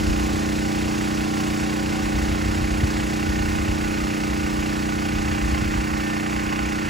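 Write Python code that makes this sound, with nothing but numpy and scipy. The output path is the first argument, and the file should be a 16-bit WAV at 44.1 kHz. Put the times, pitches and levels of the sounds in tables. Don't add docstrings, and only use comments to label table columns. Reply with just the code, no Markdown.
import sys
import numpy as np
from scipy import signal
from scipy.fft import rfft, irfft, next_fast_len
from scipy.io import wavfile

SR = 44100
rng = np.random.default_rng(int(sys.argv[2]) if len(sys.argv) > 2 else 0)


def pcm_store(signal):
    levels = np.round(np.clip(np.atleast_2d(signal), -1, 1) * 32767)
    wavfile.write(sys.argv[1], SR, levels.astype(np.int16).T)


def nominal_scale(level):
    x = np.asarray(level, float) / 20
    return 10 ** x


N = 303849
HZ = np.maximum(np.fft.rfftfreq(next_fast_len(N), 1 / SR), 1)


# (multiple of the firing rate, level/dB rms)
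HUM_ORDERS = [(1, -58), (2, -42), (3, -41.5), (4, -41), (5, -37), (6, -38), (7, -30.5), (8, -42.5),
              (9, -41.5), (10, -30), (11, -37.5), (12, -48.5), (13, -43), (14, -46.5), (15, -51),
              (16, -52.5), (17, -46), (18, -48.5), (19, -61), (20, -49), (21, -70.5), (22, -52.5),
              (23, -55), (24, -55), (25, -52), (26, -47), (27, -55), (28, -61), (29, -57), (30, -61)]
STROKES = [
    (4, .31, -.092, 1),
    (6, .35, -.092, 1),
    (9, .347, 0, -1),
    (12, .330, 0, -1),
    (30, .082, .052, 1),
]


def hum(cycles, waver_db):
    order, level_db = np.transpose(HUM_ORDERS)
    tail_db = level_db[-1] - 0.7 * np.arange(1, 99)
    slope_db = np.r_[level_db[0] - 10, level_db, tail_db]
    cepstrum = irfft(np.log(nominal_scale(slope_db)))
    cepstrum[129:] = 0
    ringing = 2 * rfft(cepstrum).imag[1:31]
    coarse_cycles = cycles[::8]
    out = 0
    for k, db, phase in zip(order, level_db, ringing):
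        last, moment, earlier, sign = next(row for row in STROKES if k <= row[0])
        waver = k * k * waver_db * drift(2.45, size=8)
        since_stroke = coarse_cycles - moment + earlier * k / 2
        out += sign * nominal_scale(db + waver) * np.cos(2 * np.pi * k * since_stroke + phase)
    return np.sqrt(2) * full_rate(out)


# (f/Hz, level/dB, t60/s)
CASING_PANELS = [(800, -34.5, 0.074), (1123, -42.5, 0.033), (1494, -38.5, 0.095), (1816, -41.5, 0.033),
                 (2043, -33.5, 0.023), (2506, -42.5, 0.04), (2734, -37.5, 0.041), (2940, -44, 0.036),
                 (4493, -39, 0.026), (6500, -43.5, 0.019)]


def knocks(cycles, spread_db):
    knock_at, jitter_s = 0.0302, 0.0003
    at = np.flatnonzero(np.diff(np.floor(cycles - knock_at)))
    jitter = (rng.normal(0, 1, len(at)) * jitter_s * SR).astype(int)
    at = np.clip(at + jitter, 0, N - 1)
    blow = rng.normal(0, 1, len(at))
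    out = np.zeros(N)
    for hz, db, t60 in CASING_PANELS:
        clicks = np.full(N, 1e-18)
        clicks[at] = nominal_scale(db + spread_db * (blow + rng.normal(0, 1, len(at))))
        r = nominal_scale(-60 / (t60 * SR))
        w = 2 * np.pi * hz / SR
        out += signal.lfilter([0, np.sin(w)], [1, -2 * r * np.cos(w), r * r], clicks)
    return out


# (f/Hz, level/dB per Hz)
HISS = [(130, -72.5), (250, -65.5), (400, -71), (600, -81), (800, -61.5), (1100, -63.5), (1500, -64.5),
        (2700, -66.5), (3250, -76.5), (4600, -74), (7000, -77.5), (9000, -77.5), (11000, -88.5),
        (15500, -88)]
# (f/Hz, depth/dB, loudest moment/cycles)
THROB = [(200, 1.5, 0.073), (800, 2, 0.06), (2000, 2.5, 0.017), (4840, 1.18, 0.24), (11000, 1.5, 0.29)]


def puffs(cycles, clatter_db, treble_db, uneven_db, patchy_db):
    strength = np.interp(cycles, np.arange(220) - 0.3, rng.normal(0, 1, 220))
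    white = rng.standard_normal((2, 2, N))
    edges = 110 * 2 ** np.arange(0, 7.4, 1 / 3)
    out = 0
    for k, (low, high) in enumerate(zip(edges, edges[1:])):
        hz = np.sqrt(low * high)
        angle = 2 * np.pi * (cycles - at_hz(THROB, hz, column=2))
        swell = np.cos(angle) - 0.28 * np.sin(2 * angle)
        throb_db = at_hz(THROB, hz) * (swell + uneven_db * strength)
        turn_db = treble_db if hz > 3000 else clatter_db
        level_db = at_hz(HISS, hz) + turn_db + throb_db + patchy_db * drift(11.0)
        band_filter = signal.butter(2, [low, high], "band", fs=SR, output="sos")
        out = out + nominal_scale(level_db) * signal.sosfilt(band_filter, white[k % 2])
    return out * np.sqrt(SR / 2)


# (multiple of the firing rate, level/dB rms)
WHINE_ORDERS = [(35, -49), (37, -58), (38, -52.5), (39, -53), (41, -53.5), (45, -51), (48, -51),
                (59, -50.5), (60, -56), (66, -66), (68, -55.5)]


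def whine(cycles, waver_db):
    angle = 2 * np.pi * cycles[::8]
    out = 0
    for k, db in WHINE_ORDERS:
        level = nominal_scale(db + waver_db * drift(1.6, size=8))
        out = out + level * np.sin(k * angle + 0.89 * drift(5.8, size=8))
    return np.sqrt(2) * full_rate(out)


# (t/s, firings per s)
CRANK_SPEED = [(0.0, 30.756), (0.45, 30.589), (0.7, 30.711), (1.3, 30.561), (1.65, 30.651), (2.3, 30.636),
               (2.5, 30.741), (3.95, 30.825), (4.15, 30.523), (4.65, 30.587), (5.5, 30.448), (5.75, 30.718),
               (5.95, 30.589), (6.89, 30.647)]
# (t/s, share of the swing 0-1)
PHONE_SWING = [(0, 0.03), (1.0, 0.1), (2.5, 0.41), (4.9, 0.5), (6.0, 0.82), (6.89, .98)]


def engine():
    cycles = np.cumsum(in_time(CRANK_SPEED)[0]) / SR
    swing = in_time(PHONE_SWING)[0] - 0.5
    hum_db, clatter_db, treble_db = -2.6 * swing, 2.5 * swing, -3 * swing
    steady = nominal_scale(hum_db) * hum(cycles, waver_db=0.0018)
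    struck = nominal_scale(clatter_db) * (knocks(cycles, spread_db=2.0) + whine(cycles, waver_db=3.0))
    hiss = puffs(cycles, clatter_db - 1.86, treble_db - 0.7, uneven_db=0.26, patchy_db=0.6)
    return hiss + steady + struck


# (f/Hz, level/dB)
LEFT_SHADE = [(60, 8), (110, 4.5), (200, -2.5), (380, 1.5), (700, -4), (1290, -6), (2380, 0.5), (4400, 0),
              (8120, 2), (15000, 0.0)]
# (f/Hz, share 0-1)
ALIKE = [(300, 1), (650, 0.6), (1200, 0.79), (2500, 0.81), (3500, 0.88)]
# (f/Hz,
# wave cycles late)
LEFT_LAG = [(0, 0), (306, .21), (430, .255), (800, .455), (1200, .48), (1500, .71), (1900, .855),
            (2500, .94), (3500, 1),
            (7550, 1), (7620, 1.13), (9000, 1.5), (9400, 1.5), (10800, 2), (11650, 2), (11750, 2.13),
                 (13150, 2.5), (13750, 2.5), (13880, 2.66), (14950, 3)]


def ports(near, scattered):
    treble = HZ > 3400
    alike = np.where(treble, 1, np.clip(at_hz(ALIKE, HZ), 0, 1))
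    shade = np.where(treble, 1, nominal_scale(at_hz(LEFT_SHADE, HZ) / 2))
    lag_cycles = np.interp(HZ, *np.transpose(LEFT_LAG))
    left = shaped(near, shade * np.exp(-2j * np.pi * lag_cycles))
    right = shaped(near, np.sqrt(alike) / shade)
    right = right + shaped(scattered, np.sqrt(1 - alike) / shade)
    return np.array([left, right])


# (t/s, level/dB)
ROTOR_WASH = [(0, -41.5), (2.5, -41.5), (5, -44.5), (6.89, -59)]
# (f/Hz, level/dB)
WASH_COLOUR = [(150, -2), (500, -3), (1000, -8.5), (2000, -11.5), (4000, -14.5), (7000, -45), (8000, -110)]
# (t/s, blade passes per s, level/dB of the strongest tone)
BLADES = [(0, 109, -50), (.7, 110, -46), (1.5, 109.5, -43), (2.1, 109.5, -44), (2.5, 107, -48),
          (3.2, 104, -53), (4.5, 103, -56), (6.89, 103, -58)]
# (multiple of the blade rate, level/dB)
BLADE_TONES = [(4, -13), (5, -7.5), (7, -2), (8, -9), (9, -7.5), (10, -9)]


def rotors():
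    wash = rms_one(shaped(rng.standard_normal(N), nominal_scale(at_hz(WASH_COLOUR, HZ))))
    out = wash * nominal_scale(in_time(ROTOR_WASH)[0] + 1.8 * drift(2.7))
    rate, tone_db = in_time(BLADES)
    for trim in (-0.004, 0.004):
        speed = rate * (1 + trim + 0.00212 * drift(1.7))
        passes = np.cumsum(speed)[::8] / SR
        tones = sum(nominal_scale(db) * np.sin(2 * np.pi * k * passes + k * k) for k, db in BLADE_TONES)
        out += nominal_scale(tone_db + 1.2 * drift(1.8)) * full_rate(tones)
    return out


# (t/s, level/dB, f/Hz)
THUMPS = [(0.017, -22, 69), (0.186, -24, 70.0), (0.325, -23, 105), (0.955, -20, 75), (1.254, -26, 67.4),
          (2.006, -17, 54.7), (2.088, -21, 70.0), (2.145, -34, 62), (2.295, -21, 62), (2.465, -27, 60),
          (2.598, -14, 76.4), (2.755, -23, 70), (2.815, -6, 77), (2.982, -17, 80.7), (3.115, -26, 60),
          (3.267, -13, 65.3), (3.359, -22, 112.6), (3.519, -28, 59.2), (3.665, -11.5, 71.4),
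          (3.798, -29, 53.8), (3.925, -25, 84), (4.568, -25, 60), (5.119, -14, 66.7), (5.175, -20, 67.3),
          (5.265, -21, 85), (5.445, -24, 65), (5.509, -18, 75.4), (5.608, -16, 104), (5.734, -15, 100),
          (6.429, -25, 61.4)]
# (f/Hz, level/dB)
WIND_COLOUR = [(20, -39), (40, -6.5), (58, 0.5), (85, -4), (130, -18), (200, -50), (400, -51), (1500, -130)]


def wind(lumpy_db, own):
    shared, left, right = shaped(rng.standard_normal((3, N)), nominal_scale(at_hz(WIND_COLOUR, HZ)))
    separate = np.array([left * nominal_scale(4.0 * drift(4.3)), right * nominal_scale(6.4 * drift(5.9))])
    rumble = shared + own * separate
    rumble = rms_one(rumble * nominal_scale(lumpy_db * drift(21))) * gusting()
    t = np.arange(6000) / SR
    for s, db, hz in THUMPS:
        since = t * hz
        swell = since * np.exp(1 - since / 0.72)
        buffet = nominal_scale(db - 2.5) * swell * np.sin(12 * since ** 0.5 + since)
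        at = round((s + 0.01423) * SR)
        rumble[:, at:at + len(t)] += buffet * [[1.1], [0.9]]
    return rumble


# (start t/s, held/s, level/dB)
GUSTS = [
    (-0.15, 0.14, -21.5),
    (2.1, 0.72, -27.5),
    (3.24, 0.63, -30),
    (4.2, 0.3, -32),
    (5.1, 0.6, -27),
]


def gusting():
    breeze_db, rise_s, fall_db_per_s = -36, 0.052, 37
    t = np.arange(N) / SR
    power = nominal_scale(breeze_db) ** 2
    for s, held, db in GUSTS:
        rise = np.clip((t - s) / rise_s, 0, 1)
        fall_db = fall_db_per_s * np.maximum(t - s - held, 0)
        power = power + (rise * nominal_scale(db - fall_db)) ** 2
    return np.sqrt(power)


def rms_one(x):
    return x / np.sqrt(np.mean(x ** 2) + 1e-20)


def in_time(rows):
    s, *columns = np.transpose(rows)
    return [np.interp(np.arange(N) / SR, s, c) for c in columns]


def at_hz(points, hz, column=1):
    table = np.array(points)
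    return np.interp(np.log(hz), np.log(table[:, 0]), table[:, column])


def shaped(x, response):
    size = next_fast_len(N)
    return irfft(rfft(x, size) * response, size)[..., :N]


def drift(rate, size=1):
    r = np.exp(-80 * np.pi * rate / SR)
    noise = rng.standard_normal(N // 40 + 2002)
    slow = signal.lfilter([1], [1, -2 * r, r * r], noise)[2000:]
    return np.interp(np.arange(0, N, size) / 40, np.arange(len(slow)), rms_one(slow - slow.mean()))


def full_rate(coarse):
    return signal.resample_poly(coarse, 8, 1)[:N]


def scene():
    return ports(*engine()) + rotors() + wind(lumpy_db=1.5, own=0.21)


def low_pass(x):
    return signal.sosfilt(signal.butter(12, 15860, fs=SR, output="sos"), x)


def record(dry):
    mix = shaped(dry, HZ < 15800)
    return low_pass(mix)


dry = scene()
out = record(dry)
pcm_store(out)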